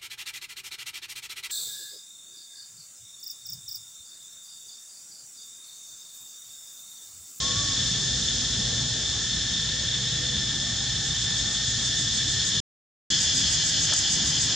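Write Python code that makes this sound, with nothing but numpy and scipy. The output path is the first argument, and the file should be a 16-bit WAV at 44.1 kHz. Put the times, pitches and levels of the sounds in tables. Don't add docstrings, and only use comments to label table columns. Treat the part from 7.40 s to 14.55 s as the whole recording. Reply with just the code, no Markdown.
import sys
import numpy as np
from scipy import signal
from scipy.fft import rfft, irfft, next_fast_len
from scipy.io import wavfile
from scipy.ndimage import uniform_filter1d, map_coordinates

SR = 44100
rng = np.random.default_rng(int(sys.argv[2]) if len(sys.argv) > 2 else 0)


def log_audio(samples):
    frames = np.atleast_2d(samples).T
    limited = np.clip(frames, -1, 1)
    pcm = np.round(limited * 32767).astype(np.int16)
    wavfile.write(sys.argv[1], SR, pcm)


N = 315312


def amp(db):
    return 10 ** (np.asarray(db) / 20)


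def unit_rms(x):
    return x / np.sqrt(np.mean(x ** 2) + 1e-20)


def time_s():
    return np.arange(N) / SR


def log_interp(points, hz):
    freq_hz, values = np.transpose(points)
    return np.interp(np.log(hz + 1), np.log(freq_hz + 1), values)


def gate(start_s, end_s, fade_s):
    return np.clip(np.minimum(time_s() - start_s, end_s - time_s()) / fade_s, 0, 1)


def wobble(rate_hz):
    knots = rng.standard_normal(4096)
    grid_s = np.linspace(0, N / SR, 4096)
    return np.interp(time_s(), grid_s, map_coordinates(knots, [grid_s * rate_hz], mode="wrap"))


def wave_db(mean_db, swing_db, crest_s, period_s):
    return mean_db + swing_db * np.cos(2 * np.pi * (time_s() - crest_s) / period_s)


def bump(centre_s, half_length_s):
    return np.exp(-np.minimum(np.abs(time_s() - centre_s) / half_length_s, 10) ** 2)


def filtered(x, response):
    size = next_fast_len(N + SR // 4, real=True)
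    return irfft(rfft(x, size) * response(np.fft.rfftfreq(size, 1 / SR)), size)[..., :N]


def colour(points):
    return lambda hz: amp(log_interp(points, hz)) * np.minimum(hz / points[0][0], 1) ** 2


# freq_hz, side_db
FIRST_WIDTH = [(60, -20), (100, -24), (180, -22.5), (310, -16.5), (530, -14.5), (910, -12.5), (1560, -13.5),
               (2680, -14), (4610, -8.5), (7940, 0)]
SECOND_WIDTH = [(60, -21.5), (100, -21), (180, -20.5), (310, -16), (530, -13.5), (910, -13), (1560, -12),
                (2680, -15.5), (4610, -8.5), (7940, -2.5)]

def stereo(pair, response, width):
    def gains(hz):
        return response(hz) * np.array([np.ones_like(hz), amp(log_interp(width, hz))])
    mid, side = filtered(pair, gains)
    return np.array([mid + side, mid - side]) / np.std(mid)


# start_s, end_s
SPOT_TIMES = [(0, 5.203), (5.702, 7.2)]

def at_first_spot():
    return time_s() < SPOT_TIMES[1][0]


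def tymbal(rate_hz, waver, jitter_s):
    cycles = np.cumsum(rate_hz * (1 + waver * (wobble(3) + wobble(40)))) / SR
    position = np.interp(np.arange(1, cycles[-1]), cycles, np.arange(N))
    slip, spread = rng.standard_normal((2, 4096))[:, :len(position)]
    position = np.clip(position + jitter_s * SR * slip, 0, N - 2)
    size = amp(2 * spread)
    index, fraction = position.astype(int), position % 1
    return np.bincount(index, size * (1 - fraction), N) + np.bincount(index + 1, size * fraction, N)


def tree_scatter(clicks, t60_s, direct_ratio):
    t = np.arange(SR // 4) / SR
    tail = rng.standard_normal((2, len(t))) * amp(-60 * t / t60_s)
    tail[0, 0] += direct_ratio * np.linalg.norm(tail[0])
    tail /= np.linalg.norm(tail, axis=1, keepdims=True)
    padded = np.pad(clicks, (len(t), 0), "wrap")[None]
    return unit_rms(signal.fftconvolve(padded, tail, "valid", axes=1)[:, :N])


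def swarm(rate_hz, direct_ratio, count):
    trains = (tymbal(hz, waver=.04, jitter_s=.0002994) for hz in rate_hz * np.linspace(.8, 1.2, count))
    return sum(tree_scatter(clicks, t60_s=.29, direct_ratio=direct_ratio) for clicks in trains)


# centre_s, gain_db, half_length_s
DRONE_SURGES = [(.4, 0.5, 0.29), (1.7, -1, 0.26), (2.301, 2, 0.024), (2.42, 0.5, .04), (2.537, 2.8, 0.02),
                (2.7, 1, 0.032), (3.38, -1, 0.21), (3.899, 1, 0.15), (4.57, 1, 0.039), (5.049, 1, 0.29)]

def surge_db():
    return sum(gain_db * bump(centre_s, half_s) for centre_s, gain_db, half_s in DRONE_SURGES)


# freq_hz, gain_db
DRONE_SPECTRUM = [(1000, -48), (1400, -27), (1640, -12), (1790, -7.5), (1900, -19), (2150, -19.5),
                  (2500, -19.5), (2900, -13.5), (3150, -6), (3420, 0.5), (3640, -0.5), (3750, -8.5),
                  (4000, -18), (4600, -51)]
SHRILL_SPECTRUM = [(3200, -38), (4020, -5.5), (4130, -6), (4350, -4.5), (4700, -7.5), (5050, -1.5),
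                   (5300, -2), (5700, -5), (6400, -3.5), (6950, -2.5), (7300, -8.5), (8100, -16.5),
                   (8800, -25), (11000, -36.5), (15000, -61.5)]
CANOPY_SPECTRUM = [(1000, -36.5), (1450, -17.5), (1750, -8), (2200, -19), (2700, -15), (3300, -2),
                   (3950, -11.5), (4300, -8.5), (5100, -1), (5750, -6), (6850, -2.5), (8700, -26.5),
                   (11000, -38), (15000, -51)]

def cicada_chorus():
    slow = swarm(rate_hz=230, direct_ratio=.83, count=4)
    fast = swarm(rate_hz=250, direct_ratio=.63, count=6)
    drone_db = wave_db(-33, swing_db=.1, crest_s=.5, period_s=12.5) + surge_db() + .62 * wobble(21.82)
    shrill_db = wave_db(-31.5, swing_db=1.36, crest_s=.24, period_s=5) + .23 * wobble(14)
    canopy_db = wave_db(-26.5, swing_db=-.5, crest_s=8, period_s=6.5)
    drone = amp(drone_db) * stereo(slow, colour(DRONE_SPECTRUM), FIRST_WIDTH)
    shrill = amp(shrill_db) * stereo(fast, colour(SHRILL_SPECTRUM), FIRST_WIDTH)
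    canopy = amp(canopy_db) * stereo(fast, colour(CANOPY_SPECTRUM), SECOND_WIDTH)
    return np.where(at_first_spot(), drone + shrill, canopy)


def peaks(rows):
    return lambda hz: sum((-1) ** k * amp(gain_db) / (1 + ((hz - centre_hz) / half_width_hz) ** 2)
                          for k, (centre_hz, half_width_hz, gain_db) in enumerate(rows))


# centre_hz, half_width_hz, gain_db
WHINE_PEAKS = [(3477, 40, -4), (3571, 40, 0.5), (3662, 40, -6), (3775, 40, -9), (3885, 40, -10),
               (3970, 40, -9.5), (4330, 70, -13), (5330, 110, -11)]
# centre_hz, half_width_hz, gain_db
UNDERTONE_PEAK = [(1790, 64, 0)]

def whining_cicada():
    flutter_hz, flutter_depth_db, rise_db_per_s = 36.85, 2.1, 1.17
    t = time_s()
    clicks = tree_scatter(tymbal(rate_hz=280, waver=.04, jitter_s=.0006), t60_s=.25, direct_ratio=2)
    flutter_db = flutter_depth_db * np.sin(2 * np.pi * flutter_hz * t + 2 * wobble(8))
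    whine_db = np.where(at_first_spot(), -33.7, -35.5) + surge_db() + flutter_db
    undertone_db = -48.5 + rise_db_per_s * t + flutter_db
    whine = amp(whine_db) * stereo(clicks, peaks(WHINE_PEAKS), FIRST_WIDTH)
    undertone = amp(undertone_db) * stereo(clicks, peaks(UNDERTONE_PEAK), FIRST_WIDTH)
    return whine + at_first_spot() * undertone


def distant_noise(depth_db):
    spectra = signal.stft(rng.standard_normal((2, N)), nperseg=2048)[2]
    fading = uniform_filter1d(rng.standard_normal(spectra.shape[1:]), size=3, axis=0)
    fading = uniform_filter1d(fading, size=6, axis=1)
    return signal.istft(spectra * amp(depth_db * unit_rms(fading)), nperseg=2048)[1][:, :N]


# freq_hz, gain_db
FIRST_RUMBLE = [(20, -28.5), (40, -13), (58, -3), (80, -4.5), (120, 0.34), (170, -4.5), (260, -11.5),
                (360, -18.5), (600, -26), (800, -23), (950, -27), (1300, -22), (2500, -31), (6000, -68)]
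SECOND_RUMBLE = [(20, -33), (45, -9.5), (62, -2.5), (90, 0), (156, -2.5), (200, -7.5), (290, -10),
                 (400, -19.5), (600, -19.5), (820, -19.5), (960, -22), (1300, -24), (2500, -39),
                 (6000, -64.5)]
# start_s, end_s, pitch_hz, level_db
ROAD_TONES = [(0, 5.3, 59, -45.5), (0, 5.3, 123, -47), (0, 2.4, 246, -53), (0, .18, 505, -51),
              (1.18, 1.36, 450, -52), (2.3, 3, 487, -58.5), (3.1, 4.2, 795, -60.5), (5.6, 7.2, 156, -44),
              (6.3, 7.2, 285, -51)]

def far_road():
    noise = distant_noise(depth_db=2)
    first = stereo(noise, colour(FIRST_RUMBLE), FIRST_WIDTH)
    second = stereo(noise, colour(SECOND_RUMBLE), SECOND_WIDTH)
    rumble_db = wave_db(-36, swing_db=.8, crest_s=-1.5, period_s=12) + .77 * wobble(14)
    road = amp(rumble_db) * np.where(at_first_spot(), first, second)
    lowest_hz = ROAD_TONES[0][2]
    for start_s, end_s, pitch_hz, level_db in ROAD_TONES:
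        phase = 2 * np.pi * np.cumsum(pitch_hz * (1 + .014 * wobble(16))) / SR
        waver_db = np.sqrt(pitch_hz / lowest_hz) * wobble(12)
        road += np.sqrt(2) * amp(level_db + waver_db) * gate(start_s, end_s, .041) * np.sin(phase)
    return road


# freq_hz, gain_db
ENGINE_SPECTRUM = [(200, -17), (250, 2.5), (340, -7), (480, -2), (680, -6), (950, -22), (3000, -58)]

def receding_engine():
    start_db, fade_db_per_s = -48.5, 1.5
    growl = stereo(distant_noise(depth_db=3.6), colour(ENGINE_SPECTRUM), FIRST_WIDTH)
    return amp(start_db - fade_db_per_s * time_s()) * at_first_spot() * growl


# time_s, pitch_hz, level_db
COO_CONTOUR = [(.005, 1068, -46), (.04, 1100, -42), (.135, 1102, -43.5), (.175, 1130, -43),
               (.215, 1131, -43.5), (.25, 1114, -47), (.305, 1105, -46), (.355, 1078, -52),
               (.41, 1035, -64)]

def coo():
    knots_s, *columns = np.transpose(COO_CONTOUR)
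    pitch_hz, level_db = (np.interp(time_s(), knots_s, column) for column in columns)
    phase = 2 * np.pi * np.cumsum(pitch_hz * (1 + .007 * wobble(70))) / SR
    return np.sqrt(2) * amp(level_db + 1.2 * wobble(35)) * gate(0, knots_s[-1], .015) * np.sin(phase)


# centre_s, level_db, centre_hz, half_length_s
LITTER_STEPS = [(1.344, -45, 502, 0.03), (6.496, -38, 1650, 0.012), (6.526, -32.5, 1270, 0.0036),
                (6.527, -42, 570, 0.019), (6.535, -14, 4800, .0007), (6.538, -34.5, 1100, 0.0027),
                (6.5386, -17, 6200, 0.00079), (6.5908, -21, 5800, 0.0011), (7.096, -49, 1290, 0.023)]

def monkey_steps():
    out = np.zeros(N + SR)
    t = np.arange(-(SR // 8), SR // 8) / SR
    hz = np.fft.rfftfreq(len(t), 1 / SR)
    for centre_s, level_db, centre_hz, half_length_s in LITTER_STEPS:
        band = np.exp(-(np.log((hz + 1) / centre_hz) / .34) ** 2)
        puff = unit_rms(irfft(rfft(rng.standard_normal(len(t))) * band, len(t)))
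        start = round(centre_s * SR) - len(t) // 2
        out[start:start + len(t)] += amp(level_db) * puff * np.exp(-(t / half_length_s) ** 2)
    return out[:N]


# start_s, end_s, period_s, taut_start_db, taut_db_per_s, slack_end_db, slack_db_per_s
THROB_BOUTS = [(3.674, 5.206, .1555, -36.5, 3, -32, 13), (5.677, 7.15, .1507, -27, -2.1, -31, -2.5)]
# centre_hz, half_width_hz, gain_db
TAUT_MODES = [(4930, 90, -4.5), (5560, 92, -7.5), (6360, 74, -2.5), (6700, 80, 0), (7260, 180, -9.5),
              (7550, 80, -13.5), (7880, 220, -11.5), (9150, 100, -23.5), (11000, 650, -37),
              (13100, 300, -40.5)]
SLACK_MODES = [(1743, 48, -7.5), (1945, 44, -18), (2887, 60, -8.5), (3120, 80, 3), (3410, 150, 1.5),
               (4320, 200, -4), (5070, 90, -5)]

def throbbing_cicada():
    taut_rate_hz, slack_rate_hz, bend_hz = 279, 224, 3
    slack_dip, waver_db = .85, .5
    t = time_s()
    taut_gain, slack_gain, effort = np.zeros((3, N))
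    for start_s, end_s, period_s, taut_db, taut_db_per_s, slack_db, slack_db_per_s in THROB_BOUTS:
        tension = sum(bump(s, half_length_s=.037) for s in np.arange(start_s, end_s, period_s))
        slackness = np.clip(1 - slack_dip * tension, 0, 1)
        singing = gate(start_s - period_s, end_s, .01)
        effort += singing * tension
        taut_gain += singing * tension * amp(taut_db + taut_db_per_s * (t - start_s))
        slack_gain += singing * slackness * amp(slack_db + slack_db_per_s * (t - end_s))
    taut_clicks = tymbal(taut_rate_hz - bend_hz * (1 - effort), waver=.008, jitter_s=.00002)
    taut = tree_scatter(taut_clicks, t60_s=.14, direct_ratio=.9)
    slack_clicks = tymbal(slack_rate_hz + bend_hz * effort, waver=.017, jitter_s=.00004)
    slack = tree_scatter(slack_clicks, t60_s=.12, direct_ratio=1.1)
    slack_gain *= amp(waver_db * wobble(30))
    high_buzz = taut_gain * stereo(taut, peaks(TAUT_MODES), SECOND_WIDTH)
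    low_buzz = slack_gain * stereo(slack, peaks(SLACK_MODES), SECOND_WIDTH)
    return high_buzz + low_buzz


def scene():
    cicadas = cicada_chorus() + whining_cicada() + throbbing_cicada()
    return cicadas + far_road() + receding_engine() + coo() + monkey_steps()


def record(dry):
    cutoff_hz = 15100
    # freq_hz, left_minus_right_db
    balance = [(100, .5), (500, .97), (1500, 1.6), (3400, .87), (5500, 0), (10000, -.3)]
    heard = filtered(dry, lambda hz: amp(np.outer([1, -1], log_interp(balance, hz)) / 2))
    audible = sum(gate(start_s, end_s, .002) for start_s, end_s in SPOT_TIMES)
    return filtered(heard * audible, lambda hz: hz < cutoff_hz)


dry = scene()
out = record(dry)
log_audio(out)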